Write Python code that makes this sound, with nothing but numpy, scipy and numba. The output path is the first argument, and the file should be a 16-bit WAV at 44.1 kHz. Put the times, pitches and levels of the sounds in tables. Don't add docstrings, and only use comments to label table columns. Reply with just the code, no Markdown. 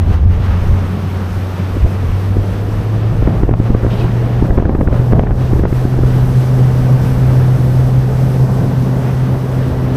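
import sys
import numpy as np
from scipy import signal
from scipy.fft import rfft, irfft, next_fast_len
from scipy.io import wavfile
from scipy.ndimage import uniform_filter1d
from numba import njit

SR = 44100
rng = np.random.default_rng(int(sys.argv[2]) if len(sys.argv) > 2 else 0)


def waveform_to_disk(signal):
    frames = np.transpose(np.atleast_2d(signal))
    scaled = np.clip(frames, -1, 1) * 32767
    samples = np.round(scaled).astype(np.int16)
    wavfile.write(sys.argv[1], SR, samples)


N = 439236

# t/s, wash/dB, spray/dB
HISS_LEVELS = [(0.0, -38, -56), (0.02, -36.5, -54), (0.05, -38, -53), (0.14, -29.5, -49),
               (0.19, -38.5, -58), (0.27, -42.5, -60), (0.33, -33.5, -52), (0.39, -38, -56),
               (0.44, -32, -50.5), (0.91, -33.5, -48), (2.61, -35, -48.5), (3.41, -36.5, -51.5),
               (3.55, -46, -60), (3.58, -41, -53), (3.66, -34.5, -50), (3.72, -39, -53.5), (3.94, -34, -49),
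               (3.96, -34.5, -48), (4.41, -34, -51.5), (4.47, -36.5, -49), (4.52, -41, -56),
               (4.55, -40, -50), (4.58, -39, -55), (4.66, -43, -61), (4.82, -44.5, -53.5), (4.85, -43, -53),
               (4.88, -45, -58), (4.94, -37, -49), (5.1, -39, -49), (5.13, -37, -50), (5.16, -40, -54),
               (5.27, -42, -58), (5.35, -46, -52), (5.41, -33.5, -47), (5.6, -37.5, -47.5),
               (5.63, -41, -50.5), (5.66, -39, -59), (5.69, -40, -48), (5.77, -36, -45.5),
               (6.02, -37, -45.5), (6.13, -34, -43.5), (8.57, -36, -44.5), (9.93, -35.5, -47.5),
               (9.96, -32, -42)]


def motor():
    # t/s, firing rate/Hz, firing tone/dB, octave/dB
    throttle = [(0.0, 87.3, -11.5, -34), (0.4, 89.7, -16, -27.5), (0.8, 92, -15.5, -32),
                (1.2, 92.4, -20.5, -34), (1.6, 93.9, -17, -37), (2.0, 94.7, -15, -42),
                (2.4, 98.8, -16, -46), (2.8, 106.5, -15, -39), (3.2, 110.5, -14.5, -47),
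                (3.4, 110.4, -14.5, -38), (3.6, 113, -13.5, -42), (4.0, 117.3, -13, -48),
                (4.4, 120.1, -14, -46), (4.6, 120.5, -27, -38), (4.8, 119.2, -39, -33),
                (5.0, 123, -9.5, -47), (5.2, 124.3, -13, -34.0), (5.6, 126, -14, -36),
                (6.0, 126.3, -12.5, -27.5), (6.4, 126.6, -10.5, -28.5), (6.8, 126.9, -9.5, -27.0),
                (7.2, 127.4, -9, -24.5), (7.6, 127, -10.5, -32), (8.0, 127, -11.0, -34),
                (8.4, 128.7, -11.5, -30.5), (8.8, 128.4, -12.5, -28), (9.2, 128.2, -12, -29.5),
                (9.6, 128.7, -17, -28.5), (9.96, 127.4, -14.5, -21.5)]
    # multiple of the firing rate, level against the firing tone/dB
    overtones = [(6, -38.5), (7, -36.5), (8, -43), (9, -54), (12, -39.5)]
    # t/s, f/Hz, level/dB
    panel_hum = [(0, 200, -58), (.45, 202, -30.5), (.7, 205, -31.5), (1.0, 207, -29.5), (1.35, 208, -32),
                 (1.6, 210, -41), (9.96, 210, -92)]
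    firing_hz, firing_db, octave_db = curves(throttle)
    phase = 2 * np.pi * np.cumsum(firing_hz * (1 + .00308 * wander(6))) / SR
    harmonics = [(1, firing_db), (2, octave_db), (3, -40)]
    harmonics += [(k, firing_db + db) for k, db in overtones]
    tone = sum(undb(db + 1.7 * wander(25)) * np.sin(k * phase + rng.uniform(0, 2 * np.pi))
               for k, db in harmonics)
    panel_hz, panel_db = curves(panel_hum)
    hum = undb(panel_db) * np.sin(2 * np.pi * np.cumsum(panel_hz) / SR)
    return np.sqrt(2) * (undb(.72 * gust_dip_db()) * tone + hum)


def wind():
    # t/s, rumble/dB, flutter/dB
    gusts = [(0.0, -11.5, -18.5), (0.16, -10, -19), (0.19, -7.5, -27), (0.61, -20, -22), (0.67, -3, -23.5),
             (0.83, -26, -23), (1.05, -32, -24.5), (1.11, -24, -21), (1.22, -34, -24), (1.33, -20, -24),
             (1.69, -35, -25.5), (1.77, -13, -25), (1.8, -21, -23), (1.86, -1.5, -18), (1.88, -25, -24),
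             (2.0, -27, -19.5), (2.08, -8, -24.5), (2.22, -32, -25.5), (2.38, -19, -21), (2.44, -24, -21.5),
             (2.8, -20, -23.5), (2.86, -28, -22), (3.27, -12.5, -18.5), (3.33, -30, -17.5),
             (3.38, -12, -20), (3.69, -32, -19.5), (3.74, -12.5, -20), (3.8, -26, -21.5),
             (3.85, -12.5, -16), (3.91, -21.5, -21.5), (4.91, -16, -16.5), (5.1, -24, -20),
             (5.13, -19, -12), (5.38, -16, -22.5), (5.57, -13.5, -20), (5.82, -21, -24), (5.88, -13, -21),
             (5.94, -23, -21), (5.99, -10.5, -22), (6.18, -16, -20.5), (6.27, -8, -18), (6.38, -23, -28),
             (6.43, -22, -19.5), (6.66, -19, -20.5), (6.82, -13, -22), (6.9, -34, -14.5),
             (7.02, -17, -19.5), (9.32, -29, -19.5), (9.46, -33, -22), (9.57, -21, -19.5), (9.96, -27, -19)]
    # f/Hz, level/dB
    rumble_eq = [(12, -18), (25, -1), (45, 1.5), (75, 2), (120, -5.5), (200, -47)]
    flutter_eq = [(40, -13), (80, 0), (160, 1), (230, -6), (400, -13.5), (700, -17.5), (1300, -30)]
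    rumble_db, flutter_db = curves(gusts)
    rumble = undb(rumble_db) * flicker_noise(rumble_eq, shared_db=2, own_db=-1.5, rate_hz=19, count=3)
    flutter = undb(flutter_db) * flicker_noise(flutter_eq, shared_db=2, own_db=1.3, rate_hz=55, count=3)
    return rumble + flutter


def wind_pops():
    # centre t/s, body gain/dB, swing f/Hz, crackle/dB
    pops = [(1.77, -6.5, 308, -38), (1.851, -7.5, 260, -38), (2.369, -2.5, 335, -37),
            (3.226, -6.5, 352, -33), (3.251, -2.5, 300, -37), (3.276, 0.5, 346, -23.5),
            (3.435, 1, 296.6, -27), (3.492, -2, 330, -32), (3.513, -4, 260, -28), (3.539, -0.5, 360, -30),
            (3.602, 3, 274, -34), (3.705, 6, 239, -31), (3.75, 4, 414, -25), (3.836, -8, 341.4, -29),
            (3.849, -3.5, 436, -36), (3.866, -5, 342, -28), (4.046, 1, 312, -26), (4.426, 3, 289.3, -34),
            (4.456, -13, 351, -29.5), (4.508, 4, 348.5, -28), (4.58, 2, 372, -18.5), (4.602, -3, 360, -25),
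            (4.656, -3.5, 283, -26), (4.68, -8, 350, -42), (4.697, -7, 390, -35), (4.752, -2, 310.4, -23.5),
            (4.791, -4, 290, -35), (4.814, -3, 420, -25), (4.832, -13.5, 320, -38), (4.876, 3.5, 285, -24),
            (4.929, -8, 420, -29), (4.958, -11, 370, -32), (4.999, -1.5, 321, -28), (5.124, -6, 400, -25),
            (5.134, 7.5, 420, -25), (5.155, -7, 291.3, -31), (5.196, -3, 490, -24), (5.234, -17, 394, -33),
            (5.271, -6, 410, -25), (5.317, -1, 260, -26), (5.534, 0.5, 280.5, -30), (5.564, -3, 390, -33),
            (5.596, -3, 280.2, -28), (5.637, -1.5, 380, -27), (5.656, -10.5, 329.2, -25),
            (5.728, -3, 299.7, -28), (5.854, -2, 289.4, -33), (5.941, -7, 330, -30), (5.991, 1, 340, -34),
            (6.036, -3, 348, -32)]
    # t/s, gain/dB
    snaps = [(3.277, -8), (3.493, 8), (3.539, 4), (4.577, -9), (4.587, 9), (4.625, 6), (4.657, -8),
             (4.695, 8), (4.753, -6), (4.811, 2.5), (4.886, 6), (4.944, -0.5), (5.135, -10), (5.195, 10.5),
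             (5.237, 5), (5.272, -8), (5.309, -1.5), (5.317, -16), (5.654, 6.5)]
    out = np.zeros(N)
    t = np.arange(-SR // 30, SR // 30) / SR
    shapes = rng.uniform(-1, 1, (len(pops), 3))
    rasp = unit_rms(bandpass(bandpass(rng.standard_normal(N), 450, 1900), 450, 1900))
    for (at, db, hz, crackle_db), (side, lean, tilt) in zip(pops, shapes):
        fade_s = .004 * (1 + .5 * lean * np.sign(t))
        collapse = -np.tanh(6 * hz * t) * np.exp(-np.abs(t) / fade_s)
        swing = np.sin(2 * np.pi * hz * t + 2.9 * tilt) * np.exp(-(hz * t / .65) ** 2)
        body = np.sign(side) * undb(db) * (.8 * collapse - .6 * swing)
        crackle = rasp[int(at * SR):][:len(t)] * np.exp(-(t / .0045) ** 2)
        add_centred(out, at, body + undb(crackle_db) * crackle)
    spike = np.exp(-np.hypot(t, .00009) / .0003)
    for at, db in snaps:
        side = -1 if out[int(at * SR)] > 0 else 1
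        add_centred(out, at, side * undb(db) * spike)
    return out


def wake():
    # t/s, level/dB
    swell = [(0.0, -27.5), (0.3, -28.5), (0.61, -26.5), (1.14, -29.5), (4.82, -21.5), (5.55, -23),
             (9.23, -22.5), (9.96, -22.5)]
    # f/Hz, level/dB
    roar_eq = [(100, -16), (180, -2.5), (260, -15), (420, -11), (700, -19.5), (1200, -31), (2000, -34)]
    roar_db = curves(swell)[0] + .7 * gust_dip_db()
    return undb(roar_db) * flicker_noise(roar_eq, shared_db=.7, own_db=1, rate_hz=35)


def hull_wash():
    # f/Hz, level/dB
    wash_eq = [(700, 6), (1200, 7), (1900, 0.5), (3000, -4), (4500, -12.5), (6300, -18), (7000, -23)]
    spray_eq = [(3240, -3), (5500, 0), (6400, -2.5), (7100, -8), (7800, -2.5), (8600, -6.5), (10200, -4),
                (11200, -8), (12400, -6.5), (13100, -0.5), (13900, -6), (14800, -13), (15500, -18)]
    wash_db, spray_db = curves(HISS_LEVELS)
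    wash = undb(wash_db) * flicker_noise(wash_eq, shared_db=.7, own_db=.8, rate_hz=18)
    spray = undb(spray_db) * flicker_noise(spray_eq, shared_db=.7, own_db=.7, rate_hz=20)
    return wash + spray


def bow_splash():
    # t/s, level/dB
    burst = [(0, -90), (3.86, -70), (3.91, -40), (3.97, -41), (4.06, -45), (4.12, -75), (9.96, -90)]
    # t/s, starting f/Hz, peak/dB, decay/s
    droplet = (4.008, 2620, -31, .007)
    splash_db = curves(burst)[0] + 2.5 * wander(60)
    splash = undb(splash_db) * unit_rms(bandpass(rng.standard_normal(N), 2300, 3900))
    at, hz, db, decay = droplet
    t = np.maximum(np.arange(N) / SR - at, 0)
    envelope = undb(db) * t / decay * np.exp(1 - t / decay)
    return splash + envelope * np.sin(2 * np.pi * hz * t * (1 - 1.2 * t))


def gust_dip_db():
    return np.minimum(curves(HISS_LEVELS)[0] + 36, 0)


def undb(db):
    return 10 ** (np.asarray(db) / 20)


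def unit_rms(x):
    return x / np.sqrt(np.mean(x ** 2))


def curves(table):
    times, *columns = np.transpose(table)
    return [np.interp(np.arange(N) / SR, times, column) for column in columns]


def wander(rate_hz):
    hold = int(SR / rate_hz)
    steps = np.repeat(rng.standard_normal(N // hold + 1), hold)
    return unit_rms(uniform_filter1d(uniform_filter1d(steps, hold), hold)[:N])


def flicker_noise(eq, shared_db, own_db, rate_hz, count=5):
    size = next_fast_len(N)
    octave = np.log2(np.maximum(np.arange(size // 2 + 1) * SR / size, 1))
    eq_hz, eq_db = np.transpose(eq)
    eq_octave = np.log2(eq_hz)
    colour = undb(np.interp(octave, eq_octave, eq_db, left=-120, right=-120))
    spectrum = rfft(rng.standard_normal(size)) * colour
    centres = np.linspace(eq_octave[0], eq_octave[-1], count)
    shared = shared_db * wander(rate_hz)
    bands = (irfft(spectrum * np.interp(octave, centres, row), size)[:N] for row in np.eye(count))
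    return unit_rms(sum(band * undb(shared + own_db * wander(rate_hz)) for band in bands))


def bandpass(x, lo_hz, hi_hz):
    return signal.sosfilt(signal.butter(2, [lo_hz, hi_hz], "band", fs=SR, output="sos"), x)


def add_centred(out, centre_s, grain):
    start = int(centre_s * SR) - len(grain) // 2
    out[start:start + len(grain)] += grain


@njit
def peak_envelope(x, attack_s, release_s):
    out, level = np.empty(len(x)), 0.
    for i in range(len(x)):
        lag_s = attack_s if abs(x[i]) > level else release_s
        level += (abs(x[i]) - level) / (lag_s * SR)
        out[i] = level
    return out


def scene():
    return (motor() + wake() + hull_wash() + bow_splash() + wind() + wind_pops())[None]


def record(dry):
    ceiling, top_hz = .97, 15650
    envelope = peak_envelope(dry[0], attack_s=.0006, release_s=.02)
    limited = dry * ceiling / np.maximum(envelope, ceiling)
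    rounded = limited / (1 + limited ** 6) ** (1 / 6)
    return signal.sosfilt(signal.ellip(10, .2, 70, top_hz, fs=SR, output="sos"), rounded)


dry = scene()
out = record(dry)
waveform_to_disk(out)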